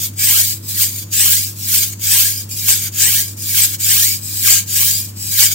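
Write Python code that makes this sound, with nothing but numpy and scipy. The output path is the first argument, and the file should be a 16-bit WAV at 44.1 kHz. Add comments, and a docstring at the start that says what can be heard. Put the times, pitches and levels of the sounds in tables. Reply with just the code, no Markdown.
"""A steel knife works along an oiled whetstone on a wooden table: six draws towards the body, pushes between.
Random grains of grit hiss under the edge and ring the blade, whose bending modes glide with its overhang.
Draws cross the stone smoothly; pushes creep, then lunge. At times the edge digs in or catches.
Reflections give the table, hands and small room; sines make mains hum and a motor, noise a low rumble.
The hardest strokes overload the microphone."""
import sys
import numpy as np
from scipy import signal
from scipy.fft import rfft, irfft
from scipy.io import wavfile
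from scipy.ndimage import uniform_filter1d

SR = 44100
rng = np.random.default_rng(int(sys.argv[2]) if len(sys.argv) > 2 else 0)


def generate_wav(sig):
    """Save sig (samples, or channels by samples) to the path in sys.argv[1] as 16-bit PCM at SR."""
    pcm = np.round(np.clip(np.atleast_2d(sig).T, -1, 1) * 32767).astype(np.int16)
    wavfile.write(sys.argv[1], SR, pcm)


N = 244578
TIME = np.arange(N) / SR
BINS = np.fft.rfftfreq(N, 1 / SR)

# strokes towards the body: start t/s, fastest t/s, end t/s, half length of fast part/s,
# time scale of crossing mid-stone/s, relative levels of rasp/dB, bite/dB, flexing/dB
DRAWS = [(0.157, 0.335, 0.6, 0.16, 0.055, -12, -15, -24.0),
         (1.104, 1.272, 1.563, 0.15, 0.047, -11.5, -13, -24.5),
         (1.987, 2.195, 2.459, 0.22, 0.051, -13, -15.5, -25.5),
         (2.913, 3.122, 3.354, 0.067, 0.042, -13, -14, -23),
         (3.779, 3.962, 4.225, 0.19, 0.0461, -12, -14, -25),
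         (4.651, 4.833, 5.126, 0.19, 0.043, -14, -15.5, -28)]
# strokes away from the body, same columns
PUSHES = [(-0.345, -0.15, 0.098, 0.09, 0.02, -8.5, -11, -24),
          (0.624, 0.818, 1.043, 0.067, 0.022, -15.5, -18, -29.5),
          (1.55, 1.749, 1.938, 0.086, 0.019, -11.5, -15.5, -24.5),
          (2.486, 2.696, 2.892, 0.073, 0.018, -12, -14.5, -22),
          (3.368, 3.58, 3.764, 0.077, 0.0273, -10.5, -13.5, -21),
          (4.214, 4.481, 4.647, 0.053, 0.019, -9, -8.5, -16.5),
          (5.158, 5.414, 5.586, 0.084, 0.025, -11, -11.5, -20)]


def amp(db):
    """Decibels to gain."""
    return 10 ** (np.asarray(db) / 20)


def unit(x):
    """Scales to rms 1."""
    return x / np.sqrt(np.mean(x ** 2) + 1e-20)


def read(points):
    """Interpolates a table over log frequency."""
    hz, value = np.transpose(points)
    return np.interp(np.log(BINS + 1), np.log(hz + 1), value)


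def colour(x, points):
    """Filters by a table of f/Hz, level/dB."""
    return irfft(rfft(x) * amp(read(points)), N)


def wander(rate_hz):
    """Smooth noise of rms 1, rolled off above rate_hz."""
    spectrum = rfft(rng.standard_normal(N)) / (1 + (BINS / rate_hz) ** 4)
    return unit(irfft(spectrum, N))


def fade(kicks, t60_s):
    """Each kick jumps up at once and decays exponentially, 60 dB in t60_s."""
    decay = np.exp(-np.log(1000) / (t60_s * SR))
    return signal.lfilter([1], [1, -decay], kicks)


def bell(at_s, half_length_s):
    """Gaussian hump of height 1, down to 1/e at half_length_s."""
    return np.exp(-((TIME - at_s) / half_length_s) ** 2)


def travel(strokes):
    """Stone lengths covered so far: one smooth step around the fastest moment of each stroke."""
    return sum(.5 + .5 * np.tanh((TIME - fastest_s) / (2 * crossing_s))
               for _, fastest_s, _, _, crossing_s, *_ in strokes)


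def overhang_pitch():
    """Lowest bending mode in Hz: inverse square of the length that hangs over the stone."""
    long_hz, shortening = 684, .47  # pitch at full overhang; share of it that a draw takes away
    drawn_in = 1 + travel(DRAWS) - travel(PUSHES)
    return long_hz / (1 - shortening * drawn_in) ** 2


def rubbing(strokes, law, lift):
    """Gains of rasp, bite and flexing: each stroke arches between turns and swells where the hands are fastest."""
    power, swell_db, fade_db = np.transpose(law)[:, :, None]
    lead_s, lift_length_s, *lift_db = lift
    gains = np.zeros((3, N))
    for start_s, fastest_s, end_s, fast_length_s, _, *levels_db in strokes:
        now = (TIME > start_s) & (TIME < end_s)
        done = (TIME[now] - start_s) / (end_s - start_s)
        arch = 1 - (2 * done - 1) ** 2
        surge = 1 / (1 + ((TIME[now] - fastest_s) / fast_length_s) ** 2)
        db = np.array(levels_db)[:, None] + swell_db * (surge - 1) - fade_db * (done - .5)
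        # the edge rides light: change of bite and flexing only
        db[1:] += np.outer(lift_db, bell(fastest_s - lead_s, lift_length_s)[now])
        gains[:, now] += arch ** power * amp(db)
    return gains


def effort():
    """Gains over draws and pushes: pressing fingers dig the edge in, and it stays on the stone at the turns."""
    # rows rasp, bite, flexing: power of the arch, swell of the fast part/dB, fade from start to end/dB
    draw_law = [(1.31, 6.5, 12.5), (1.15, 11, 12), (1.55, 8, 16)]
    push_law = [(0.61, 15.2, -1.5), (0.54, 18.1, 5.5), (0.32, 25.9, -4)]
    # light-riding edge: lead before fastest moment/s, half length/s, change of bite/dB, of flexing/dB
    draw_lift = (0, 0.06, -9, 1)
    push_lift = (.049, .035, -11, 0.5)
    # edge digging in: t/s, half length/s, nominal gain/dB before the shares below
    digs = [(0.053, 0.028, 6), (0.21, 0.035, 6), (0.386, 0.04, 3), (0.695, 0.024, 4.6), (0.99, 0.0066, 7.5),
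            (1.033, 0.025, 10.5), (1.133, 0.006, 5.1), (1.835, 0.014, 9), (1.938, 0.013, 20.5),
            (2.416, 0.039, 8), (2.523, 0.017, 6.5), (2.874, 0.054, 16), (3.003, 0.039, 7),
            (3.199, 0.031, 6.0), (3.642, 0.016, 4), (3.747, 0.014, 11), (4.035, 0.029, 3.5),
            (4.151, 0.022, 6), (4.576, 0.037, 11.5), (4.888, 0.018, 4), (5.46, 0.012, 5), (5.522, 0.01, 10)]
    # share of a dig's dB that reaches rasp, bite, flexing
    dig_shares = (0.74, 1, 1)
    # relative gain added at all times, so left at rest: rasp/dB, bite/dB, flexing/dB
    rest_db = (-45, -47, -71)
    ease_s = 0.01  # the hands ease each turn

    dig_db = sum(db * bell(at_s, half_length_s) for at_s, half_length_s, db in digs)
    strokes = rubbing(DRAWS, draw_law, draw_lift) + rubbing(PUSHES, push_law, push_lift)
    pressed = strokes * amp(np.outer(dig_shares, dig_db))
    eased = uniform_filter1d(pressed, 1 + round(ease_s * SR), axis=1)
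    return eased + amp(rest_db)[:, None]


def grains(per_s, spread_db, smooth):
    """Grit on steel: random clicks of uneven size over a wash of finer ones."""
    size = amp(spread_db * np.minimum(rng.exponential(1, N), 5))
    clicks = size * rng.choice([-1, 1], N) * (rng.random(N) < per_s / SR)
    return unit(unit(clicks) + smooth * rng.standard_normal(N))


def friction_flutter():
    """The edge grabs suddenly and lets go slowly, over a fast random flutter; rms 1."""
    grabs = fade(rng.exponential(1, N) * (rng.random(N) < 90 / SR), t60_s=0.23)
    return unit((1 + 0.14 * grabs) * amp(0.66 * wander(rate_hz=1700)))


def grit_hiss(flutter):
    """Dense grains, fluttering with the friction and coloured as hiss; rms 1."""
    # colour of the hiss: f/Hz, relative level/dB
    grit = [(300, -49), (800, -32), (1500, -20), (2500, -11.5), (3700, -6), (5000, -7), (7000, -5),
            (10000, -4.5), (11200, -4.5), (12700, -1), (14000, -1), (15600, 0.5), (17000, -0.5),
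            (20000, -7.5)]
    return unit(colour(flutter * grains(per_s=4000, spread_db=3.5, smooth=1.0), grit))


def resonate(x, hz, width_hz):
    """A resonance that may glide: shift hz to zero, two equal one-pole low-passes, shift back; rms 1."""
    turn = np.exp(2j * np.pi * np.cumsum(hz * np.ones(N)) / SR)
    r = np.exp(-np.pi * width_hz / SR)
    return unit((turn * signal.lfilter([1], [1, -2 * r, r * r], x / turn)).real)


def blade_ring(flutter):
    """Grains ring gliding bending modes and steady modes of the blade."""
    # bending modes of the overhang: multiple of the lowest, width of each pole/Hz, relative level/dB
    bending = [(1, 120, .5), (2.15, 400, -1.5), (3.2, 700, -4), (4.6, 900, -6), (6.6, 1000, -6),
               (9.8, 900, 2)]
    # steady modes of the gripped blade: f/Hz, width of each pole/Hz, relative level/dB
    steel = [(1620, 100, -3), (2280, 200, -5), (3130, 220, -5), (3900, 200, -14), (4770, 260, -9),
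             (6300, 900, -5), (7200, 800, -2), (7700, 400, -4), (8200, 200, -6), (9020, 400, -9)]

    def contact():
        """Each mode is fed by its own stretch of the edge."""
        return flutter * grains(per_s=2500, spread_db=4.0, smooth=0.59)

    # the blade rocks under the fingers: pitch wavers, most where it glides fast
    pitch_hz = overhang_pitch()
    glide_per_s = uniform_filter1d(abs(np.gradient(np.log(pitch_hz), TIME)), SR // 30)
    lowest_hz = pitch_hz * np.exp((.01 + .006 * glide_per_s) * wander(rate_hz=60))
    # a short overhang rings more weakly
    reach = (lowest_hz / lowest_hz.mean()) ** -.5
    gliding = sum(amp(db) * resonate(contact(), k * lowest_hz, width_hz) for k, width_hz, db in bending)
    steady = sum(amp(db) * resonate(contact(), hz, width_hz) for hz, width_hz, db in steel)
    return reach * gliding + steady


def edge_catches():
    """The edge catches on the grit: sudden gains that die away."""
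    # catches: t/s, relative level/dB
    catches = [(.135, -37.5), (0.191, -20), (0.98, -34), (1.116, -38), (1.133, -27), (1.998, -49),
               (2.491, -35), (2.51, -27), (2.684, -13), (2.985, -23), (3.369, -38), (3.575, -31),
               (3.803, -26), (3.907, -33), (4.491, -26), (4.538, -23), (5.16, -51), (5.404, -14.5)]
    kicks = np.zeros(N)
    for at_s, db in catches:
        kicks[round(at_s * SR)] = amp(db)
    return fade(kicks, t60_s=0.033)


def knife():
    """Grit under the moving edge hisses and rings the blade; strokes and catches set the gains."""
    # colour of the edge's bite: f/Hz, relative level/dB
    edge_band = [(300, -99), (2000, -25.5), (3400, -24.5), (4500, 3), (7000, 0), (9200, 1.5), (12000, -60),
                 (16000, 3.5)]
    # colour of the blade's flexing: f/Hz, relative level/dB
    radiation = [(300, -28), (650, -35), (950, -13.5), (1300, -5), (1600, -1), (3200, 4.5), (4500, -24),
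                 (7000, -6.5), (16000, -27)]

    rasp, bite, flex = effort()
    catch = edge_catches()
    rasp = rasp + catch
    bite = bite + catch
    flex = flex + amp(-12.0) * catch
    flutter = friction_flutter()
    hiss = grit_hiss(flutter)
    ring = blade_ring(flutter)
    edge = unit(colour(ring, edge_band))
    body = unit(colour(ring, radiation))
    return amp(0.5) * rasp * hiss + amp(-1.5) * bite * edge + amp(-2.03) * flex * body


def reflections(x, t60_s, gap_s, size):
    """Sparse echoes of random sign that die away, different at each microphone."""
    t = np.arange(size) / SR
    taps = rng.choice([-1, 1], (2, size)) * (rng.random((2, size)) < 6000 / SR)
    taps = taps * (t > gap_s) * np.exp(-np.log(1000) * t / t60_s)
    taps /= np.linalg.norm(taps, axis=1, keepdims=True) + 1e-12
    return signal.oaconvolve(x[None], taps, axes=1)[:, :N]


def scatter(x, place, count):
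    """Each place along the stone has its own early echoes; the blade glides from one set to the next."""
    place = (place - place.min()) / np.ptp(place) * (count - 1)
    shares = (np.cos(np.pi / 2 * np.clip(place - k, -1, 1)) for k in range(count))
    return sum(reflections(x * share, t60_s=0.043, gap_s=0.00025, size=2048) for share in shares)


def room(x):
    """Direct sound, scatter from table and hands that shifts as they travel, and the room's short tail."""
    # phase between microphones: f/Hz, lead of left/rad
    lead = [(300, -12), (600, 3), (950, 1.2), (1600, 1.7), (2400, -0.64), (3400, -0.36), (4400, 3.5),
            (5400, 0.8), (8000, 2), (10500, 1.5), (13500, 1), (16000, -1.4)]
    # level between microphones: f/Hz, left minus right/dB
    tilt = [(100, 7), (260, 16), (600, 0), (1000, 6), (1450, 0), (1850, -5), (2900, -1), (3400, -1.5),
            (4900, -1), (6200, -0.5), (7000, 7), (8900, 5.5), (11500, 0.5), (15500, -3.5)]
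    # colour of the scatter from hands and table: f/Hz, relative level/dB
    scatter_colour = [(300, -4), (1600, -8.5), (4000, 1), (16000, 0.5)]

    half_lead = np.array([[.5], [-.5]]) * read(lead)
    direct = irfft(rfft(x) * np.exp(1j * half_lead), N)
    # no two strokes follow quite the same path
    place = np.log(overhang_pitch()) + .12 * wander(rate_hz=4.1)
    near = amp(-.5) * scatter(colour(x, scatter_colour), place, count=24)
    far = amp(-15.5) * reflections(x, t60_s=0.23, gap_s=0.0064, size=16384)
    wet = amp(-3.5) * direct + near + far
    half_tilt_db = np.array([[.5], [-.5]]) * read(tilt)
    return irfft(rfft(wet) * amp(half_tilt_db), N)


def background():
    """Steady sines of mains hum and a motor, over low noise partly alike at the two microphones."""
    # mains hum and a motor: f/Hz, rms level/dB
    hum_lines = [(100, -32.5), (145, -52), (323, -54)]
    # likeness of the rumble at the microphones: f/Hz, left-right correlation
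    likeness = [(30, 0.85), (90, 1), (160, 1), (300, 0.77), (420, -0.2), (560, -0.56), (780, -0.81),
                (1000, 0.19), (8000, -0.58)]
    # colour of the rumble: f/Hz, relative level/dB
    rumble_colour = [(20, -11), (50, -15), (68, -7.5), (88, -1.5), (120, -3.5), (165, 1), (200, -0.5),
                     (265, -5.5), (320, -7), (400, -11.5), (700, -16.5), (1200, -22), (5000, -26),
                     (16000, -32)]

    hum = sum(amp(db) * np.sqrt(2) * np.sin(2 * np.pi * (hz * TIME + rng.random())) for hz, db in hum_lines)
    a, b = rfft(rng.standard_normal((2, N)))
    same = np.clip(read(likeness), -1, 1)
    air = irfft(np.array([a, same * a + np.sqrt(1 - same ** 2) * b]), N)
    return hum + amp(-39.5) * unit(colour(air, rumble_colour))


def scene():
    """Knife and stone in the room, over hum and rumble."""
    return room(knife()) + background()


def record(dry):
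    """Clipping overloads with a dull crackle; a linear-phase low-pass then limits the band."""
    cutoff_hz = 15850
    clipped = np.clip(dry, -1, 1)
    low_pass = signal.firwin(601, cutoff_hz, window=("kaiser", 8), fs=SR)
    return signal.oaconvolve(clipped, low_pass[None], "same", axes=1)


dry = scene()
out = record(dry)
generate_wav(out)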